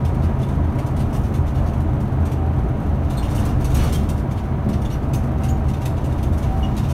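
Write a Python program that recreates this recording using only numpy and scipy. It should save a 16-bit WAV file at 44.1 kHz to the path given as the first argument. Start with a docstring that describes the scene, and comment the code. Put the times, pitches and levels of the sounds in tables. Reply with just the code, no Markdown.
"""A bus engine booms in the cabin at steady speed, heard from a seat near the front door.
The road rumbles, the tyres roar, two panel tones throb together and turning parts whine faintly.
The loose door and trim knock and chatter as the body shakes, the door seals chirp as they stick
and slip, and the wheels thump through the floor, hardest over a rough patch in the middle."""
import sys
import numpy as np
from scipy import signal
from scipy.fft import rfft, irfft, next_fast_len
from scipy.io import wavfile
from scipy.ndimage import uniform_filter1d

SR = 44100
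rng = np.random.default_rng(int(sys.argv[2]) if len(sys.argv) > 2 else 0)


def transcribe(signal):
    """Save signal, clipped to [-1, 1], as a 16-bit WAV file at the path in sys.argv[1]."""
    frames = np.atleast_2d(signal).T
    limited = np.clip(frames, -1, 1)
    pcm = np.round(limited * 32767).astype(np.int16)
    wavfile.write(sys.argv[1], SR, pcm)


N = 305613
T = np.arange(N) / SR


def amp(db):
    """Turns decibels into a number to multiply by."""
    return 10 ** (np.asarray(db) / 20)


def unit(x):
    """Scales a signal to an average (rms) level of one."""
    return x / np.sqrt(np.mean(x ** 2) + 1e-20)


def at_peak(x, db):
    """Scales a burst so that its loudest few milliseconds have this level."""
    return x * amp(db) / np.sqrt(uniform_filter1d(x ** 2, size=320).max() + 1e-20)


def follow(rows):
    """Joins (time_s, value) points with straight lines, one value per sample."""
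    return np.interp(T, *np.transpose(rows))


def swell(peak_s, half_width_s):
    """A smooth rise from zero to one and back."""
    return np.exp(-((T - peak_s) / half_width_s) ** 2)


def add(mix, start_s, sound):
    """Lays a sound into the mix at a time."""
    part = mix[max(round(start_s * SR), 0):][:len(sound)]
    part += sound[:len(part)]


def colour(points, resonances, hz):
    """The level in dB at each pitch: a smooth curve with peaks where a body rings."""
    point_hz, db = np.transpose(points)
    smooth = np.interp(np.log(hz + 1), np.log(point_hz + 1), db)
    peaks = sum(lift / (1 + (2 * (hz - centre) / width) ** 2) for centre, width, lift in resonances)
    return smooth + peaks


def shaped_noise(gain_at):
    """Steady noise whose strength at each pitch is gain_at(hz)."""
    size = next_fast_len(N)
    hz = np.fft.rfftfreq(size, 1 / SR)
    return unit(irfft(rfft(rng.standard_normal(size)) * gain_at(hz), size)[:N])


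def noise(points, resonances):
    """Steady noise of a given tone colour."""
    return shaped_noise(lambda hz: amp(colour(points, resonances, hz)))


def wander(rate_hz):
    """A slow random wobble, up to about this rate."""
    return shaped_noise(lambda hz: np.exp(-(hz / rate_hz) ** 2))


def ring(points, resonances, size=2048):
    """How a body of this tone colour rings after one click."""
    hz = abs(np.fft.fftfreq(size, 1 / SR))
    log_gain = np.log(amp(colour(points, resonances, hz)))
    spectrum = np.exp(np.conj(signal.hilbert(log_gain)))  # puts the ringing after the click
    return np.fft.ifft(spectrum).real[:size // 2]


def knock(points, resonances):
    """A body's ring after one knock, with the treble above about 15 kHz filtered off."""
    return signal.sosfilt(signal.butter(5, 15200, fs=SR, output="sos"), ring(points, resonances))


def cabin_echo(direct, early_s, late_s, late_db):
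    """Direct sound, close echoes off the glass and a tail; each echo fades 60 dB in its given time."""
    t = np.arange(12000) / SR
    echo = rng.standard_normal(len(t)) * (amp(-60 * t / early_s) + amp(late_db - 60 * t / late_s))
    echo /= np.linalg.norm(echo)
    echo[0] += direct
    return echo


# How often the engine fires: time_s, firing_hz
ENGINE_SPEED = [(0, 81), (1.8, 81.6), (3.2, 80), (3.9, 77.3), (5.0, 80.2), (5.6, 78.6), (6.93, 81.3)]
# How loud the firing note is; the driver eases off over the rough patch: time_s, level_db
ENGINE_LOAD = [(0, -24), (1.1, -27.5), (1.7, -21), (2.3, -28.5), (2.7, -21), (3.3, -31.5), (3.75, -24.5),
               (4.3, -30), (5.1, -27), (6.2, -26), (6.93, -30)]
# The engine's tones: cycles_per_turn, relative_db
ENGINE_TONES = [(1, -18), (2, -12.5), (3, -1), (4.5, -14.5), (6, -16), (8, -22.5)]


def engine(firings_per_turn=3):
    """Low tones follow the turning crankshaft, each throbbing as the fuel burns unevenly."""
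    turns = np.cumsum(follow(ENGINE_SPEED)) / SR / firings_per_turn
    tones = np.zeros(N)
    for cycles, db in ENGINE_TONES:
        throb = 1 + 0.68 * wander(9.7)
        tones += amp(db) * throb * np.sin(2 * np.pi * (cycles * turns + rng.random()))
    return np.sqrt(2) * amp(follow(ENGINE_LOAD) + 1) * tones


def rough_tone(pitch_hz, rough, width_hz, beating=1):
    """A tone blurred by vibration, so its level and pitch waver."""
    blur = 1 + rough * (wander(width_hz) + 1j * wander(width_hz))
    return unit((beating * blur * np.exp(2j * np.pi * (pitch_hz * T + rng.random()))).real)


def panel_hum(beat_hz=5.09, in_step_s=3.73, partner_db=-2.5):
    """Two close panel tones drift in and out of step, throbbing about five times a second."""
    beating = 1 + amp(partner_db) * np.exp(-2j * np.pi * beat_hz * (T - in_step_s))
    return amp(-27) * rough_tone(132.96, rough=0.13, width_hz=3, beating=beating)


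# How the axle whine rises and falls: time_s, relative_db
AXLE_WHINE = [(0, -39.5), (3.5, -35.5), (4.5, -46), (6.2, -43.5), (6.93, -43)]
# How the pump whine rises and falls: time_s, relative_db
PUMP_WHINE = [(0, -37), (1.5, -44), (5.2, -44), (6.93, -42)]
# Swells added to the faint, steady gear whine: peak_s, half_width_s, level_db
GEAR_WHINE = [(2.4, 0.24, -44), (5.54, 0.24, -44.5), (6.55, .12, -37)]


def whines(gear_rest_db=-49.5):
    """The turning axle, gears and pump each sing one faint tone."""
    swells = sum(amp(db) * swell(peak_s, half_width_s) for peak_s, half_width_s, db in GEAR_WHINE)
    axle = amp(follow(AXLE_WHINE) - 1) * rough_tone(291.5, rough=0.52, width_hz=6.1)
    gear = (amp(gear_rest_db) + swells) * rough_tone(768, rough=0.66, width_hz=16)
    pump = amp(follow(PUMP_WHINE) - 5) * rough_tone(962, rough=2.7, width_hz=20)
    return axle + gear + pump


# How hard the road shakes the bus: time_s, level_db
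BODY_SHAKE = [(0, -55), (1.2, -64), (2.7, -69), (3.25, -43.5), (3.48, -42.5), (3.6, -56), (3.8, -35.5),
              (3.95, -39), (4.2, -63), (6.3, -53), (6.75, -46.5), (6.93, -47)]


def shaken(smooth_db, share_db, flutter_db, flutter_hz):
    """A road noise's strength: its smooth-road level plus a share of the shaking, with random flutter."""
    strength = amp(smooth_db) + amp(follow(BODY_SHAKE) + share_db)
    return strength * amp(flutter_db * wander(flutter_hz))


# Tone colours of the suspension, body, tyres and air: pitch_hz, relative_db
SUSPENSION_COLOUR = [(14, -55), (21, -22), (27, -14), (31, -13), (38, 3.5), (47, -6.5), (58, 1.5), (80, -1),
                     (97, 1.5), (125, -18.5), (160, -25), (300, -57)]
BODY_COLOUR = [(60, -37), (95, 2), (120, 3), (150, 1), (180, -7), (230, -2), (265, -7.5), (320, -10),
               (400, -12), (520, -33.5), (900, -87)]
TYRE_COLOUR = [(200, -15.5), (420, -1), (500, -2.5), (700, -1), (850, -4), (1050, -6), (1300, -9.5),
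               (1700, -16), (2400, -22), (3300, -34.5), (5000, -40.5), (15000, -63)]
AIR_COLOUR = [(1000, -3), (3000, 22), (4400, 12), (5000, -21), (6100, 15), (7700, -32), (9200, 12),
              (10400, -17), (12500, -6), (14500, -19)]
# Pitches at which the cabin rings: pitch_hz, width_hz, boost_db
CABIN_RINGS = [(26.7, 3.5, 21), (59.5, 17, 7.5), (75.4, 14, 2), (124.5, 12.6, 2.5), (203.2, 17, 5.5),
               (233.3, 6.2, 3.5), (309, 8.7, 7.5), (340, 8.2, 1), (572, 23, 5), (661, 15, 7), (712, 46, 2),
               (1267, 19, 3.5)]
# Tyre roar as the asphalt changes, before shaking is added: time_s, level_db
TYRE_ROAR = [(0, -33.5), (1.2, -33.5), (3.4, -33), (4.4, -34), (5.2, -33.5), (6.93, -34.5)]
# Dips in the road that heave the bus: peak_s, half_width_s, thud_db, boom_db
ROAD_DIPS = [(1.2, 0.13, -30, -35), (3.83, 0.19, -30, -36), (4.71, 0.063, -45, -27), (6.55, 0.16, -26, -59)]


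def road():
    """The road shakes the cabin air through suspension, body and tyres; air hisses at the door seals."""
    thud = shaken(smooth_db=-26, share_db=5, flutter_db=0, flutter_hz=11)
    boom = shaken(smooth_db=-24.5, share_db=-7.5, flutter_db=0.5, flutter_hz=4.4)
    roar = shaken(smooth_db=follow(TYRE_ROAR), share_db=-20, flutter_db=0.46, flutter_hz=5.2)
    for peak_s, half_width_s, thud_db, boom_db in ROAD_DIPS:
        heave = swell(peak_s, half_width_s)
        thud += amp(thud_db) * heave
        boom += amp(boom_db) * heave
    suspension = thud * noise(SUSPENSION_COLOUR, CABIN_RINGS)
    body = boom * noise(BODY_COLOUR, CABIN_RINGS)
    tyres = roar * noise(TYRE_COLOUR, CABIN_RINGS)
    air = amp(-58.5) * noise(AIR_COLOUR, [])
    return suspension + body + tyres + air


# Tone colour of a knock on the door: pitch_hz, relative_db
DOOR_COLOUR = [(250, -16), (450, 10), (800, 9), (1200, 12), (2000, 4), (3000, 2), (4800, -4.5),
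               (6300, -6.5), (10000, -16.5), (14000, -17)]
# Pitches at which the loose door and trim ring: pitch_hz, width_hz, boost_db
PANEL_RINGS = [(2230, 200, 2), (2810, 240, 6), (3580, 160, 5.5), (4400, 200, 2), (5540, 200, 3.5),
               (6100, 370, 6), (6800, 300, 2), (8490, 240, 6), (9480, 340, 4), (11200, 600, 2)]


def door_clatter(per_s=260):
    """The door leaves jostle in their frame: a dense spray of knocks, louder on rough road."""
    contacts = (rng.random(N) < per_s / SR) * amp(1.5 * np.minimum(rng.exponential(1, N), 3))
    echo = cabin_echo(direct=0.84, early_s=0.22, late_s=0.17, late_db=4)
    one_knock = np.convolve(knock(DOOR_COLOUR, PANEL_RINGS), echo)
    return amp(follow(BODY_SHAKE)) * unit(signal.oaconvolve(contacts, one_knock)[:N])


# Tone colour of a tap on the trim, the cabin's lining and fittings: pitch_hz, relative_db
TRIM_COLOUR = [(500, -17), (1200, -1), (2200, 4.5), (3200, 2.5), (4800, -0.5), (6200, -2), (7800, -3),
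               (9000, -1.5), (10300, -4.5), (12000, -1.5), (14000, -7)]


def ticks(per_s=24):
    """Small fittings tick faintly at random all round the cabin."""
    contacts = (rng.random(N) < per_s / SR) * amp(0.83 * np.minimum(rng.exponential(1, N), 2.5))
    echo = cabin_echo(direct=0.25, early_s=0.08, late_s=0.22, late_db=-10)
    one_tick = np.convolve(knock(TRIM_COLOUR, PANEL_RINGS), echo)
    return amp(-62) * unit(signal.oaconvolve(contacts, one_tick)[:N])


def chatter(db, length_s, low_boost_db, count=24, fade_db=-5):
    """A loose part makes a quick run of fading taps; each rings the trim and the cabin."""
    tap_s = (np.arange(count) + rng.random(count)) / count * np.clip(length_s, 0.002, 0.08)
    force = amp(fade_db * tap_s / tap_s[-1]) * rng.standard_normal(count)
    force[0] = 1.2  # a firm first tap
    contacts = np.zeros(SR // 12)
    np.add.at(contacts, (tap_s * SR).astype(int), force)
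    own_rings = [(hz, 350, 3) for hz in rng.uniform(2500, 7500, size=3)]  # no two parts ring alike
    echo = cabin_echo(direct=0.29, early_s=0.08, late_s=0.35, late_db=-7.5)
    taps = signal.fftconvolve(contacts, knock(TRIM_COLOUR, PANEL_RINGS + own_rings))
    burst = at_peak(signal.fftconvolve(taps, echo), db)
    low = signal.sosfiltfilt(signal.butter(2, 4800, fs=SR, output="sos"), burst)
    return amp(low_boost_db) * low + (burst - low)


# The loud rattles: start_s, level_db (before the boost), length_s, low_boost_db
# Heavier parts knock lower, so they get more boost below 4800 Hz.
LOUD_RATTLES = [(.048, -43.5, 0.012, 3), (.143, -48.5, .008, -9), (0.223, -47.5, .035, 2),
                (.415, -48, .025, 4), (0.486, -50, 0.063, 0), (.785, -41.5, 0.013, 2),
                (.861, -44.5, 0.013, -2), (.963, -42.5, 0.051, 0.5), (1.129, -41, 0.039, -3.5),
                (1.235, -49.5, 0.035, 2), (1.339, -42, 0.021, -1), (1.466, -47.5, 0.027, 2),
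                (1.55, -48.5, 0.052, 2), (1.66, -48.5, .03, 1.5), (1.732, -49, 0.01, 4),
                (1.801, -47.5, .011, -7), (2.002, -46.5, 0.015, -7), (2.253, -44, 0.018, 0.5),
                (2.314, -44.5, 0.021, 1), (3.098, -40.5, 0.018, -0.5), (3.169, -45, 0.023, -8),
                (3.227, -40.5, .035, 2), (3.289, -44, .049, -8), (3.349, -37, 0.054, -7),
                (3.451, -36, .01, -11), (3.489, -44, .02, 1), (3.598, -46, .038, -1),
                (3.644, -34, 0.012, -5), (3.7, -41, 0.049, -10), (3.743, -29.5, 0.033, -7),
                (3.785, -42.5, .037, 7), (3.829, -34, 0.025, -6), (3.88, -43, 0.023, -1),
                (3.925, -31, 0.028, -7), (4.089, -35.5, .014, -5), (4.175, -46.5, 0.025, -2),
                (4.309, -46, 0.015, 3), (4.373, -49.5, 0.021, 6.5), (4.688, -44.5, 0.011, 2),
                (4.73, -44.5, 0.012, 7), (4.816, -44, .008, -1), (4.847, -46, 0.013, 4),
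                (4.9, -46, .06, 4.5), (5.134, -34, 0.022, -5), (5.434, -38.5, 0.023, 0),
                (5.482, -43, .017, 1), (5.681, -44.5, 0.024, 2), (5.736, -47.5, .007, 8.5),
                (5.816, -43.5, 0.019, 2), (5.854, -32.5, 0.0081, -1.5), (5.968, -50.5, .015, 7.5),
                (6.04, -43.5, .02, -2), (6.121, -46.5, 0.012, 0), (6.18, -48.5, 0.011, 3),
                (6.228, -40.5, 0.013, -0.5), (6.328, -45.5, .009, -5), (6.376, -43, 0.014, -4),
                (6.42, -45.5, 0.026, 5), (6.765, -39, 0.029, 1.5), (6.835, -46.5, 0.02, 5.5),
                (6.886, -39.5, 0.033, -1.5)]


def loud_rattles():
    """Loose parts of the door and trim chatter in short bursts."""
    out = np.zeros(N)
    for start_s, db, length_s, low_boost_db in LOUD_RATTLES:
        add(out, start_s, chatter(db, length_s, low_boost_db))
    return out


def faint_rattles(per_s=5, typical_db=-54, spread_db=2.5, length_s=0.012):
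    """Small parts chatter by chance all along the way, a little louder when the bus shakes more."""
    out, shake_db = np.zeros(N), follow(BODY_SHAKE)
    level_db = typical_db + 0.38 * (shake_db - shake_db.mean())
    for slot in range(int(per_s * T[-1])):
        place, stretch = rng.random(2)
        softness, weight = rng.standard_normal(2)
        start_s = (slot + place) / per_s
        db = np.interp(start_s, T, level_db) - spread_db * softness
        add(out, start_s, chatter(db, length_s * (0.5 + stretch), low_boost_db=3 * weight))
    return out


# Chirps of the door seals: start_s, length_s, start_hz, end_hz, level_db, overtones_db
SEAL_CHIRPS = [(0.43, .013, 3400, 3520, -43.5, -17), (3.169, 0.033, 4150, 4280, -40, -1),
               (3.177, .014, 3900, 3450, -41, -12), (3.231, .016, 2660, 3330, -43, -16),
               (3.379, 0.017, 3130, 2630, -40, -11), (3.779, 0.077, 2944, 2920, -40, -7),
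               (3.939, 0.03, 3160, 3170, -38, -8), (4.853, 0.0134, 3180, 3470, -43.5, -5),
               (4.919, 0.022, 5600, 5830, -44, -2), (5.486, 0.03, 6300, 6840, -40.5, -9),
               (6.628, 0.033, 2917, 2843, -35, -20.5)]


def seal_chirps(flutter_db=2.5, fade_db=-4):
    """Door seals stick and slip: a short rough tone that slides and settles, echoed by the cabin."""
    out = np.zeros(N)
    for start_s, length_s, start_hz, end_hz, db, overtones_db in SEAL_CHIRPS:
        progress = np.linspace(0, 1, int(length_s * SR))
        slips = unit(uniform_filter1d(rng.standard_normal(SR // 10), size=40))[:len(progress)]
        slide_hz = end_hz + (start_hz - end_hz) * (1 - progress) ** 2
        phase = 2 * np.pi * np.cumsum(slide_hz * (1 + 0.017 * slips)) / SR
        harmonics_db = [0, overtones_db, overtones_db - 8]
        tone = sum(amp(level) * np.sin(k * phase) for k, level in enumerate(harmonics_db, 1))
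        echo = cabin_echo(direct=1, early_s=0.1, late_s=0.27, late_db=-6)
        grip = signal.windows.tukey(len(progress), 0.2) * amp(flutter_db * slips + fade_db * progress)
        add(out, start_s, at_peak(signal.fftconvolve(tone * grip, echo), db))
    return out


# Tone colour of a blow to the floor: pitch_hz, relative_db
FLOOR_COLOUR = [(60, 2), (200, -12), (450, 2), (750, -3.5), (1100, -6.5), (1800, -15), (4000, -32)]
# Blows to the floor: start_s, level_db
FLOOR_THUMPS = [(1.152, -27.5), (3.79, -25), (3.845, -29), (3.93, -36)]


def floor_thumps():
    """The wheels drop and the suspension hits its stops, sending dull blows through the floor."""
    out, floor = np.zeros(N), ring(FLOOR_COLOUR, CABIN_RINGS)
    for start_s, db in FLOOR_THUMPS:
        echo = cabin_echo(direct=0.36, early_s=0.35, late_s=0.3, late_db=-10)
        add(out, start_s, at_peak(signal.fftconvolve(floor, echo), db))
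    return out


def scene():
    """Everything heard at one seat, in one channel."""
    drive = engine() + panel_hum() + whines() + road() + floor_thumps()
    return (drive + loud_rattles() + door_clatter() + ticks() + seal_chirps() + faint_rattles())[None]


def record(dry, cutoff_hz=15750, fade_s=0.004):
    """Softens both ends and removes the very highest treble."""
    fade = np.clip(np.minimum(T, T[-1] - T) / fade_s, 0, 1)
    low_pass = signal.firwin(511, cutoff_hz, window=("kaiser", 9), fs=SR)
    return signal.oaconvolve(dry * fade, low_pass[None], "same")


dry = scene()
out = record(dry)
transcribe(out)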